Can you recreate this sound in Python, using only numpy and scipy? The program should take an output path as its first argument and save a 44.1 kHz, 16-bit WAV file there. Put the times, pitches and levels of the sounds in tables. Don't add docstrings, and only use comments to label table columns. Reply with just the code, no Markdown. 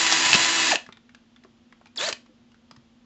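import sys
import numpy as np
from scipy import signal
from scipy.fft import rfft, irfft
from scipy.io import wavfile
from scipy.ndimage import uniform_filter1d

SR = 44100
rng = np.random.default_rng(int(sys.argv[2]) if len(sys.argv) > 2 else 0)


def store_wav(level_fs):
    pcm = np.round(np.clip(np.atleast_2d(level_fs), -1, 1) * 32767)
    wavfile.write(sys.argv[1], SR, pcm.T.astype(np.int16))


N = 134505
T = np.arange(N) / SR

# f/Hz, relative level/dB
AIR_SPECTRUM = [(18, -43.5), (30, -14), (137, -10.5), (235, -17), (290, -11.5), (411, -18.5), (507, -16.5),
                (570, -20.5), (2260, -26.5), (3220, -24), (3610, -26.5), (7120, -35.5), (8000, -45),
                (10400, -78.5), (17600, -120)]
# f/Hz, level/dB
HUM_LINES = [(226.4, -63), (244.1, -63.5), (247.8, -70), (96.9, -77), (172.3, -77), (344.5, -78)]
# t/s, low level/dB, middle level/dB, high level/dB, ring f/Hz, ring level/dB
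HANDLING_TICKS = [(.864, -55.5, -50, -50, 1690, -37.5), (.890, -40.5, -59, -59, 1054, -48),
                  (0.9243, -63, -40, -49, 3616, -38), (.971, -51.5, -48.5, -59, 3580, -50),
                  (1.093, -63, -51.5, -61, 1844, -52), (1.148, -64.5, -47, -49.5, 1660, -43),
                  (1.362, -69, -48, -67, 3510, -48), (1.437, -62, -55, -56, 3950, -57),
                  (1.448, -49.5, -63, -65, 520, -75), (1.725, -50, -47.5, -62, 1293, -56),
                  (1.813, -48.5, -69, -72, 1223, -60), (1.858, -49, -48.5, -56, 875, -46),
                  (1.870, -55, -70, -55, 2440, -47), (2.262, -57, -55, -62, 2502, -65),
                  (2.518, -60.5, -63, -62, 2877, -54), (2.544, -65, -59, -62, 1543, -58),
                  (2.711, -45, -49.5, -47.5, 5020, -42.5), (2.763, -52, -54, -52, 5110, -52)]
# f/Hz, width/Hz
TICK_RESONANCES = [(1000, 540), (1900, 1370), (4200, 2640)]
# t/s, level/dB, f/Hz, decay/s
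BASE_KNOCKS = [(0.3482, -11, 194, 0.0043), (.889, -35, 223, 0.0045), (1.448, -40.5, 380.7, .006),
               (2.292, -52, 299.7, 0.019), (2.718, -50, 170, 0.017), (2.773, -45, 129.4, 0.014)]
# t/s, ring level/dB, crack level/dB, crack decay/s
STEEL_CLACKS = [(0.065, -17.5, -15, 0.01), (.115, -32, -17.5, .008), (0.123, -30, -10.5, .009),
                (.331, -4, -13, .003), (0.3413, -13.5, -10.5, 0.0048), (.348, -8.5, -12.5, .006),
                (.357, -16.5, -20, .008), (0.447, -28.5, -19.5, 0.0057), (0.719, -12.5, -20, .006),
                (0.7567, -13, -19, 0.0018), (2.011, -22.5, -23, .005), (2.087, -35, -23, 0.0088),
                (2.127, -20, -22, 0.0039)]
# f/Hz, relative level/dB, t60/s
CHUCK_MODES = [(1750, -9, .03), (2610, 0, .02), (2850, -2, .016), (3080, -8, .018), (4230, -8, .018),
               (4750, -8, .018), (6650, -12, .015)]
# f/Hz, relative level/dB
CRACK_SPECTRUM = [(60, -40.5), (200, -17.5), (700, -3), (1500, -0.5), (3300, 3), (5000, 2.5), (6000, 0),
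                  (8000, -5.5)]
# t/s, f/Hz, level/dB
WHISTLE_PATH = [(1.971, 5280, -56), (1.9763, 4743, -23.5), (1.981, 3383, -28.5), (2.002, 3370, -28.5),
                (2.025, 3786, -33), (2.056, 3990, -29.5), (2.068, 4700, -25), (2.077, 4630, -35)]
# f/Hz, relative level/dB
HOUSING_SPECTRUM = [(40, -31), (75, -29), (125, -10), (260, -15.5), (400, -10), (600, -10), (1000, -1.5),
                    (1400, -4), (1780, 2.5), (2250, -3), (2600, 0), (3200, -3), (4000, -1), (4950, -4),
                    (5600, -5.5), (7100, -0.5), (8000, -8)]
# multiple of shaft speed, level/dB re gear noise
SHAFT_ORDERS = [(1, -15.5), (2, -24.5), (3, -15.5), (4, -19.5), (5, -21.5), (6, -13.5), (8, -16), (9, -16),
                (10, -19), (11, -21), (12, -15), (13, -20), (14, -23), (15, -19.5), (17, -21), (21, -18)]
# multiple of shaft speed, level/dB re gear noise
MESH_TONES = [(.79, -19), (2.395, -25), (6.45, -20), (7.57, -16), (7.88, -18.5), (8.47, -19), (8.66, -16),
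              (10.17, -16.5), (14.75, -16.5)]
# t/s, shaft f/Hz, gear noise level/dB
CRANKING_RUN = [(0, 335, -20), (.088, 328, -21.5), (.22, 332.8, -20.5), (.32, 330.1, -19.5),
                (.41, 335.9, -20), (.53, 331, -22), (.66, 330.4, -21), (.713, 328.3, -21)]
# t/s, shaft f/Hz, gear noise level/dB
TRIGGER_BLIP = [(1.959, 4.98, -42), (1.975, 45, -48), (1.995, 100.7, -31.5), (2.015, 153, -31),
                (2.035, 197, -26.5), (2.06, 222, -31), (2.081, 228, -28.5)]


def undb(db):
    return 10 ** (np.asarray(db) / 20)


def unit(x):
    return x / (np.std(x) + 1e-12)


def walk(rate):
    step = max(int(SR / rate), 2)
    return unit(uniform_filter1d(np.repeat(rng.standard_normal(N // step + 1), step), step)[:N])


def colour(x, points):
    hz, db = np.array(points).T
    f = np.arange(N // 2 + 1) * SR / N
    return unit(irfft(rfft(x) * undb(np.interp(np.log(f + 1), np.log(hz), db)), N))


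def band(x, hz, width):
    return signal.lfilter(*signal.iirpeak(hz, hz / width, fs=SR), x)


def low_cut(x, hz, order):
    return signal.sosfilt(signal.butter(order, hz, "high", fs=SR, output="sos"), x)


def burst(start, decay):
    return (T >= start) * np.exp(-np.abs(T - start) / decay)


def room_tone(air_db=-64):
    hum = 0
    for hz, db in HUM_LINES:
        phase = 2 * np.pi * hz * T + .34 * walk(1.7) + rng.uniform(0, 2 * np.pi)
        hum += np.sqrt(2) * undb(db) * np.sin(phase)
    return hum + undb(air_db) * colour(rng.standard_normal(N), AIR_SPECTRUM)


def room(x, wet_db, onset_s=.0078, t60_s=.23):
    tail = colour(rng.standard_normal(N), [(100, -7.5), (600, 3.5), (3000, 3.5), (8000, .5)])
    tail *= burst(onset_s, t60_s / np.log(1000))
    return x + undb(wet_db) * signal.fftconvolve(x, tail / np.sqrt(np.sum(tail ** 2)))[:N]


def handling_ticks(noise_decay_s=.0047, ring_decay_s=.0038):
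    out = 0
    for k, (hz, width) in enumerate(TICK_RESONANCES):
        contact = sum(undb(row[k + 1]) * burst(row[0], noise_decay_s) for row in HANDLING_TICKS)
        out += contact * unit(band(band(rng.standard_normal(N), hz, width), hz, 2 * width))
    for start, *_, hz, db in HANDLING_TICKS:
        out += undb(db) * burst(start, ring_decay_s) * np.sin(2 * np.pi * hz * (T - start))
    return out


def base_knocks(rise_s=.0012, upper_ratio=1.7, upper_db=-4.5):
    out = 0
    for start, db, hz, decay in BASE_KNOCKS:
        phase = 2 * np.pi * hz * (T - start)
        modes = np.sin(phase) + undb(upper_db) * np.sin(upper_ratio * phase)
        out += undb(db) * (burst(start, decay) - burst(start, rise_s)) * modes
    return out


def steel_clacks(detune=.013):
    contact = sum(undb(db) * burst(start, decay) for start, _, db, decay in STEEL_CLACKS)
    crack = contact * colour(rng.standard_normal(N), CRACK_SPECTRUM)
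    ring = np.zeros(N)
    for start, db, _, _ in STEEL_CLACKS:
        ringing = (T >= start) & (T < start + .1)
        age = T[ringing] - start
        for hz, mode_db, t60 in CHUCK_MODES:
            pitch = hz * (1 + detune * rng.standard_normal())
            mode = np.sin(2 * np.pi * pitch * age + rng.uniform(0, 2 * np.pi))
            ring[ringing] += undb(db + mode_db) * np.exp(-age * np.log(1000) / t60) * mode
    return crack + ring


def controller_whistle(flutter_db=2.5):
    times, hz, db = np.array(WHISTLE_PATH).T
    pitch = np.interp(T, times, hz) * (1 + .03 * walk(500))
    gain = undb(np.interp(T, times, db) + flutter_db * walk(400)) * (T > times[0]) * (T < times[-1])
    return gain * np.sin(2 * np.pi * np.cumsum(pitch) / SR)


def whine(angle, flicker_db=2.5):
    motor = sum(undb(db + flicker_db * walk(35)) * np.sin(order * angle + rng.uniform(0, 2 * np.pi))
                for order, db in SHAFT_ORDERS)
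    mesh = sum(undb(db + flicker_db * walk(35)) * np.sin(ratio * angle + .86 * walk(40))
               for ratio, db in MESH_TONES)
    return low_cut(motor + mesh, hz=292, order=4)


def gear_rattle(angle, impacts_per_s=5000, scatter_db=.5, carrier_ratio=.338):
    teeth = (rng.random(N) < impacts_per_s / SR) * rng.standard_normal(N)
    teeth *= undb(scatter_db * rng.standard_normal(N))
    brushes = .81 * rng.standard_normal(N)
    pulsing = 1 + .095 * np.sin(carrier_ratio * angle + walk(30))
    return colour(unit(teeth) + brushes, HOUSING_SPECTRUM) * pulsing


def free_chuck(rattle, start_s=.4, rise_s=.38, hz=1761, width_hz=58, db=-15.5):
    freedom = np.clip((T - start_s) / rise_s, 0, 1)
    return undb(db) * freedom * unit(band(band(rattle, hz, width_hz), hz, 3 * width_hz))


def drill(run, load, brake_hz_per_s=5400, jitter=.004, growl_db=3.5):
    times, hz, db = np.array(run).T
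    speed_left = np.clip(1 - (T - times[-1]) * brake_hz_per_s / hz[-1], 0, 1)
    speed = np.interp(T, times, hz) * speed_left
    angle = 2 * np.pi * np.cumsum(speed * (1 + jitter * walk(90))) / SR
    gain = undb(np.interp(T, times, db)) * (T >= times[0])
    tones = whine(angle)
    rattle = gear_rattle(angle)
    speed_change = np.abs(np.gradient(uniform_filter1d(speed, size=256))) * SR / brake_hz_per_s
    ripple = speed_left * (load + speed_change) * np.sin(3 * angle)
    growl = undb(growl_db) * band(ripple, hz=680, width=240)
    return gain * (speed_left ** .79 * (tones + rattle + free_chuck(rattle)) + growl)


def scene():
    pulls = drill(CRANKING_RUN, load=.037) + drill(TRIGGER_BLIP, load=.18)
    bench = room(pulls + controller_whistle() + base_knocks() + handling_ticks(), wet_db=-12.5)
    bench += room(steel_clacks(), wet_db=-15.5)
    mono = low_cut(bench, hz=65, order=3) + room_tone()
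    return np.array([mono, mono])


def record(dry):
    ceiling, top_hz = .75, 7900
    rounded = dry / (1 + (dry / ceiling) ** 4) ** .25
    taps = signal.firwin(161, top_hz, window=("kaiser", 8), fs=SR)
    return signal.fftconvolve(rounded, taps[None], mode="same", axes=1)


dry = scene()
out = record(dry)
store_wav(out)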